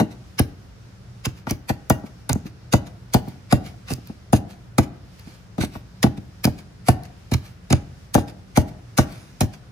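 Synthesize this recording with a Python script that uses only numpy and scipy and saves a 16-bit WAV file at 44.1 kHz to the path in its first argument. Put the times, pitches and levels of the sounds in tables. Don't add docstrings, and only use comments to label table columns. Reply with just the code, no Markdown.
import sys
import numpy as np
from scipy import signal
from scipy.fft import rfft, irfft, next_fast_len
from scipy.io import wavfile
from scipy.ndimage import uniform_filter1d

SR = 44100
rng = np.random.default_rng(int(sys.argv[2]) if len(sys.argv) > 2 else 0)


def field_ratio(decibels):
    return 10 ** (np.asarray(decibels, dtype=float) / 20)


def put_to_file(sound):
    columns = np.atleast_2d(sound).T
    safe = np.clip(columns, -1, 1)
    whole_steps = np.round(safe * 32767)
    wavfile.write(sys.argv[1], SR, whole_steps.astype(np.int16))


N = 428211

# [f/Hz, level/dB, choke time/s, left minus right/dB]
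WOOD_MODES = [(471.4, -9.5, 0.031, 18), (621.4, -2.5, 0.034, 7.5), (727.6, 4, 0.02, -1),
              (801.3, 0, 0.017, 17.5)]
STONE_MODES = [(937, -0.5, 0.028, -8), (1154, -4, 0.017, 20), (1320, 6, 0.006, 5.5),
               (1473, -8.5, 0.031, 14.5), (1865, -8.5, 0.045, 7.5), (2268, -33, 0.019, 6.5),
               (2895, -30.5, 0.1, -23.5)]
BOWL_MODES = [(188.5, -8.5, 0.032, -1.5), (215.8, 1, 0.027, 8.5), (243.8, 9.5, 0.015, -4.5),
              (316.4, -3.5, 0.045, 0.25), (417, -8, 0.017, -3)]
SLAB_MODES = [(92, -22, 0.097, -8.5), (100.9, -2, 0.038, 5.5), (122.6, -1.5, 0.031, -11)]


def blows():
    times, peak_db, slab_db, wood_db = contacts().T
    crack_db = np.maximum(1.5 + 2.2 * wood_db, wood_db - 10)
    knock_db = np.minimum(wood_db, -7.5)
    wood = struck_body(WOOD_MODES, peak_db + knock_db + 2.5)
    stone = struck_body(STONE_MODES, peak_db + crack_db + 2.0)
    bowl = struck_body(BOWL_MODES, peak_db - 2.5, crossing_s=0.0012)
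    slab = struck_body(SLAB_MODES, peak_db + slab_db + 4.5, crossing_s=0.0033)
    return wood + stone - bowl - slab


def struck_body(modes, level_db, crossing_s=0):
    bending_s, first_hz = 0.09, 800
    spread_db, detune_share = 1.5, 0.03
    starts = contacts()[:, 0]
    out = np.zeros((2, N + SR))
    t = np.arange(SR // 8) / SR
    chance = rng.standard_normal((len(starts), len(modes), 2))
    for k, (hz, db, choke_s, pan_db) in enumerate(modes):
        late_s = crossing_s + max(0, bending_s * (hz ** -0.5 - first_hz ** -0.5))
        swell = 1 - np.exp(-t * hz * 5)
        choke = field_ratio(-60 * (t / choke_s / 1.333) ** 1.94)
        pan = field_ratio(np.array([[pan_db], [-pan_db]]) / 2)
        for start, blow_db, (luck, detune) in zip(starts, level_db, chance[:, k]):
            at = max(0, int((start + late_s) * SR))
            tone = np.sin(2 * np.pi * hz * (1 + detune_share * detune) * t)
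            level = field_ratio(blow_db + db + spread_db * luck)
            out[:, at:at + len(t)] += level * swell * choke * tone * pan
    return out[:, :N]


# [t/s, peak level/dB, slab thump/dB re peak,
# wood knock (hardness)/dB re peak, pulp squirt level/dB]
STROKES = [(0.0, -15, -12, -6.5, -22), (0.397, -14, -2, -13, -34.5), (1.263, -24, 0, -42, -67),
           (1.47, -28.5, -6, -2.5, -39), (1.508, -18.5, -6, -15.5, -29.5), (1.699, -17.5, -7, -8, -36),
           (1.902, -9.5, -7.5, -6, -21), (2.295, -21, -21, -5.5, -26), (2.736, -8, -4.5, -6.5, -19.5),
           (3.145, -8, -8, -9.5, -21), (3.526, -8.5, -2.5, -8, -19), (3.916, -24, -0.5, -18, -36),
           (4.331, -7, -6.5, -8, -18.5), (4.784, -8, -4.5, -8.5, -19), (5.582, -19.5, -28, -12.5, -38.5),
           (6.039, -8, -9, -10, -56), (6.449, -13.5, -7.5, -13.5, -31), (6.886, -9, -2, -6, -16),
           (7.317, -19, -0.5, -15, -27), (7.705, -13.5, -5, -16.5, -24.5),
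           (8.1514, -6.5, -7.5, -7.5, -22.5), (8.574, -7, -4.5, -8.5, -17), (8.9854, -8, -6, -5.5, -15),
           (9.409, -15.5, -2.5, -8.5, -16)]
# [t/s, peak level/dB, slab thump/dB re peak, wood knock/dB
REBOUNDS = [(0.01, -13, -16, -12), (0.023, -18, -39, -20), (2.036, -30, -37, -19), (2.302, -22.5, 2, -16),
            (2.328, -29.5, 4.5, -11), (2.355, -22.5, -15, -14.5), (2.452, -29, -20, -31),
            (3.162, -17.5, -9, -9), (3.275, -28.5, -11.5, -15), (3.904, -25, -22.5, -14),
            (3.932, -36.5, -0.5, -24), (3.981, -39.5, -19, -11), (4.096, -31, -41, -15),
            (5.269, -38, -20, -18), (5.598, -21, 0, -22), (5.632, -19.5, -8.5, -14.5),
            (5.754, -34.5, -1.5, -4), (6.064, -20, -2, -11), (6.177, -31.5, -4, -19),
            (6.473, -17.5, -8, -9.5), (7.34, -26, 8, -17), (7.727, -12.5, -0.5, -11), (8.179, -18, -5, -8),
            (9.429, -21, 0.5, -16)]


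def contacts():
    return np.array(sorted([row[:4] for row in STROKES] + REBOUNDS))


# [f/Hz, level/dB]
PULP_TONE = [(600, 1), (1300, 0.5), (2300, 1.5), (3200, -3), (4500, -1.5), (6200, -3.5), (8200, -9),
             (10200, -5), (12200, -14), (14200, -2.5), (15500, -39), (16400, -50.5)]
# [f/Hz, left minus right/dB]
PULP_BALANCE = [(700, 5.5), (1300, -1.5), (2400, -1.5), (4400, 0.5), (8000, -4.5), (15000, 1.5)]


def pulp():
    t, dull, bright = np.arange(N) / SR, np.zeros(N), np.zeros(N)
    for crest_s, db, swell_ms, fade_ms, bright_db in bursts():
        near = slice(max(0, int((crest_s - 0.1) * SR)), int((crest_s + 0.25) * SR))
        ms = (t[near] - crest_s) * 1000
        rise = np.exp(-np.abs(ms / swell_ms / 0.89) ** 1.02)
        crest = np.where(ms < 0, rise, np.exp(-ms / fade_ms))
        squelch = field_ratio(-25.5) * (ms > 0) * np.exp(-(ms / 52) ** 4)
        dull[near] += field_ratio(db - bright_db / 2) * (crest + squelch)
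        bright[near] += field_ratio(db + bright_db / 2) * (crest + squelch)
    cells_per_s = 8000
    sizes = field_ratio(4.5 * np.minimum(rng.exponential(1, N), 5)) * rng.choice([-1, 1], N)
    grains = rms_one(sizes * (rng.random(N) < cells_per_s / SR))
    grains = grains + 0.96 * rng.standard_normal((2, N))

    def high_share(hz):
        return 1 / (1 + (5500 / (hz + 1)) ** 4)

    def tone(hz):
        balance_db = np.array([[1], [-1]]) * at_hz(PULP_BALANCE, hz) / 2
        bass_cut = hz ** 2 / (hz ** 2 + 400 ** 2)
        return field_ratio(at_hz(PULP_TONE, hz) + balance_db) * bass_cut

    mix = shape(grains * dull, lambda hz: 1 - high_share(hz)) + shape(grains * bright, high_share)
    mix = patchy(mix, cycles=5.5, patchy_db=1.6, rate=9.0)
    return field_ratio(7.5) * shape(mix, tone)


# [t/s of crest, level/dB, fade/ms, brightness/dB]
CRUSHES = [(0.39, -19.5, 5.4, -7), (1.2544, -22, 4.9, -7), (1.498, -27, 5, -3), (1.694, -25, 6.4, -2),
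           (2.319, -41.5, 6.9, -10), (2.3292, -42, 3.4, -5), (2.728, -19, 2.2, -1), (3.139, -21, 3.3, -4),
           (3.516, -27, 2.3, -10), (3.886, -39, 9.7, -11), (3.907, -30, 7.3, 1), (3.936, -34.5, 2.2, 13),
           (4.3632, -35, 9.4, 5), (4.837, -39.5, 8.1, -1), (5.611, -27.5, 10, -5), (5.6274, -32, 12, -6),
           (5.649, -37, 2.7, 6), (6.0293, -13.5, 6.6, -2), (6.443, -16.5, 4.5, 1), (6.874, -31.5, 10, 0),
           (7.3407, -22.5, 3.7, -3), (7.7285, -19.5, 2.6, -11), (8.1434, -15.5, 2.6, 6),
           (8.193, -43, 21, 2), (8.565, -23, 2.4, -7), (8.977, -16, 3, 1)]
# [t/s, level/dB, fade/ms, pop level/dB]
LIFTS = [(0.115, -46, 13, -64), (1.377, -51, 30, -60), (2.0632, -48, 13, -60), (2.465, -42, 12, -39),
         (2.8686, -43.5, 12, -43), (3.285, -50.5, 53, -30), (3.6644, -42.5, 31, -24),
         (4.0734, -51.5, 42, -28), (4.508, -47.5, 25, -45), (5.1962, -52, 20, -28.5),
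         (5.28, -50.5, 47, -57), (5.345, -54.5, 27, -45), (5.7436, -45, 32, -45), (6.1755, -44, 6.3, -50),
         (6.588, -44, 14, -38), (7.0355, -50, 5, -27), (7.053, -46, 8, -55), (7.457, -47.5, 40, -60),
         (8.2828, -42.5, 7.9, -44), (8.299, -47.5, 7.8, -58), (8.684, -48.5, 16, -60),
         (9.125, -47.5, 135, -28), (9.537, -41.5, 10.6, -73)]


def bursts():
    squirts = [(s - 0.001, db, 1.7, 7.8, 11 + 0.5 * db) for s, *_, db in STROKES]
    crushes = [(s, db, max(1, -2.7 - 0.3484 * db), fade_ms, bright_db)
               for s, db, fade_ms, bright_db in CRUSHES]
    peels = [(s, db, 0.7 * fade_ms, fade_ms, -4.5) for s, db, fade_ms, _ in LIFTS]
    return squirts + crushes + peels


# [t/s, peak level/dB, f/Hz]
SNAPS = [(0.3952, -0.5, 9870), (1.2578, -5.5, 6360), (1.5102, -4.5, 5880), (1.8998, -0.5, 6200),
         (2.293, -8.5, 9640), (2.297, -7, 4540), (2.3309, -3.5, 6520), (2.736, -4.5, 4030),
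         (3.1376, -4.5, 6300), (3.143, -2, 4550), (3.5242, -17.5, 3850), (3.917, -19.5, 4550),
         (3.937, -8.5, 4720), (4.327, -13.5, 10060), (4.339, -16.5, 4830), (4.36, -21, 6330),
         (4.7815, -10, 4180), (5.6484, -19, 3510), (6.0304, -6, 6150), (6.442, -17, 5200),
         (6.4532, 2, 4820), (6.8831, -15.5, 5740), (7.3385, -10, 6200), (7.7274, -1.5, 6550),
         (8.144, -5, 6700), (8.1512, -1.5, 6130), (8.5707, -11, 6370), (8.9783, -14.5, 7200),
         (8.9847, -21, 6500), (9.408, -5.5, 9960)]


def snaps():
    pops = [(s, pop_db, 4400) for s, *_, pop_db in LIFTS]
    out, t = np.zeros(N + SR), np.arange(SR // 200) / SR
    for s, db, hz in SNAPS + pops:
        ring = np.cos(2 * np.pi * hz * t) * np.exp(-t * hz / 4.9)
        click = rng.standard_normal(len(t)) * np.exp(-t / 0.00028)
        at = int(s * SR)
        out[at:at + len(t)] += field_ratio(db - 6.0) * (ring + 0.88 * click)
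    return np.diff(out)[:N]


# [f/Hz, fade/s]
ROOM_FADE = [(60, 0.62), (160, 0.56), (420, 0.54), (1100, 0.48), (3000, 0.51), (8000, 0.23)]


def kitchen(x):
    lags_s = rng.uniform(0.014, 0.05, (10, 2, 1))
    signs = rng.choice([-1, 1], (10, 2, 1))

    def response(hz):
        total = 0
        for lag_s, sign in zip(lags_s, signs):
            loss = field_ratio(-60 * lag_s / at_hz(ROOM_FADE, hz))
            trip = loss * np.exp(-2j * np.pi * hz * lag_s)
            total = total + sign * trip / (1 - trip)
        alike = likeness(hz)
        return np.sqrt(alike) * total[:1] + np.sqrt(1 - alike) * total
    return shape(x, response)


# [f/Hz, level/dB]
HISS_TONE = [(18, -24), (30, -31.5), (115, -8), (170, -27), (780, -27.5), (866, -28), (1070, -26.5),
             (1430, -21.5), (4190, -21.5), (5310, -20), (8520, -31.5), (10200, -31), (12000, -39),
             (14700, -31.5), (16000, -58)]
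# [f/Hz, width/Hz, level/dB]
HUM = [(53, 13, -54.5), (119, 3.4, -60.5), (179.3, 13, -55)]


def background():
    middle, side = rng.standard_normal((2, N))
    pair = shape(middle, lambda hz: np.sqrt(1 + likeness(hz)))
    pair = pair + np.array([[1], [-1]]) * shape(side, lambda hz: np.sqrt(1 - likeness(hz)))

    def low_share(hz):
        return 1 / (1 + (hz / 700) ** 2)

    rumble = rms_one(shape(pair, lambda hz: field_ratio(at_hz(HISS_TONE, hz)) * low_share(hz)))
    patches = patchy(pair, cycles=3.5, patchy_db=2.5, rate=5.0, size=15013)
    hiss = rms_one(shape(patches, lambda hz: field_ratio(at_hz(HISS_TONE, hz)) * (1 - low_share(hz))))
    flicker_db = 0.8 * drift(20) + 1.3 * drift(3.5)
    out = rumble * field_ratio(-46.5) + hiss * field_ratio(-60.5 + flicker_db)
    for hz, width_hz, db in HUM:
        out += field_ratio(db) * rms_one(shape(pair, lambda f: 1 / (1 + ((f - hz) / width_hz) ** 2)))
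    return out


# [f/Hz, likeness]
LIKENESS = [(60, 1), (130, 0.92), (290, 0.64), (640, 0.093), (1410, 0.067), (3100, -0.16), (6820, 0.11),
            (15000, 0.57)]


def likeness(hz):
    return np.clip(at_hz(LIKENESS, hz), 0, 1)


def patchy(x, cycles, patchy_db, rate, size=0):
    out = 0
    for k, hz in enumerate(np.geomspace(500, 16000, 26)):
        r = np.exp(-np.pi * hz / cycles / SR)
        top = [(1 - r * r) / 2, 0, (r * r - 1) / 2]
        bottom = [1, -2 * r * np.cos(2 * np.pi * hz / SR), r * r]
        shifted = np.roll(x, k * size, axis=-1)
        band = signal.lfilter(top, bottom, shifted + 1e-18)
        out = out + (-1) ** k * band * field_ratio(patchy_db * drift(rate))
    return out


def drift(rate):
    knots = rng.standard_normal(600)
    return np.interp(np.arange(N) * rate / SR, np.arange(600), knots)


def at_hz(points, hz):
    p = np.array(points, float)
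    return np.interp(np.log(np.maximum(hz, 1)), np.log(np.maximum(p[:, 0], 1)), p[:, 1])


def rms_one(x):
    return x / np.sqrt(np.mean(x ** 2) + 1e-20)


def shape(x, gain):
    size = next_fast_len(N + SR)
    hz = np.arange(size // 2 + 1) * SR / size
    return irfft(rfft(x, size) * gain(hz), size)[..., :N]


# [f/Hz, lead/radians]
PORT_PHASE = [(0, 0.5), (1460, 1), (1720, 4), (2410, -0.13), (3190, 4.5), (6550, 5.5), (7410, 11.5),
              (7920, 11), (8870, 9), (9650, 6.5), (13600, 0.5), (14400, 7.5), (15300, 8.5), (16000, -3)]


def scene():
    thud = blows()
    wet = pulp() + snaps()
    port_hz, lead = np.transpose(PORT_PHASE)

    def port_lag(hz):
        return np.exp(-1j * np.interp(hz, port_hz, lead) * np.array([[0], [1]]))

    room = kitchen(field_ratio(-26.5) * thud.mean(axis=0) + field_ratio(-29.5) * wet.mean(axis=0))
    return shape(thud + wet, port_lag) + room + background()


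def low_pass(x):
    return signal.sosfilt(signal.butter(12, 16480, fs=SR, output="sos"), x)


def record(dry):
    x = shape(dry, lambda hz: 1 - 0.76 * np.exp(-((hz - 12150) / 480) ** 2))
    x = signal.sosfilt(signal.butter(4, 48, "high", fs=SR, output="sos"), x)
    x = signal.sosfilt(signal.butter(10, 15500, fs=SR, output="sos"), x)
    over_db = np.maximum(20 * np.log10(np.abs(x).max(axis=0) + 1e-9) + 2.0, 0)
    fall_db = 250 * np.arange(N) / SR
    held_db = np.maximum(np.maximum.accumulate(over_db + fall_db) - fall_db, 0)
    x = x * field_ratio(-0.8 * uniform_filter1d(held_db, size=45))
    x = np.clip(x, -0.93, 0.93)
    return low_pass(x)


dry = scene()
out = record(dry)
put_to_file(out)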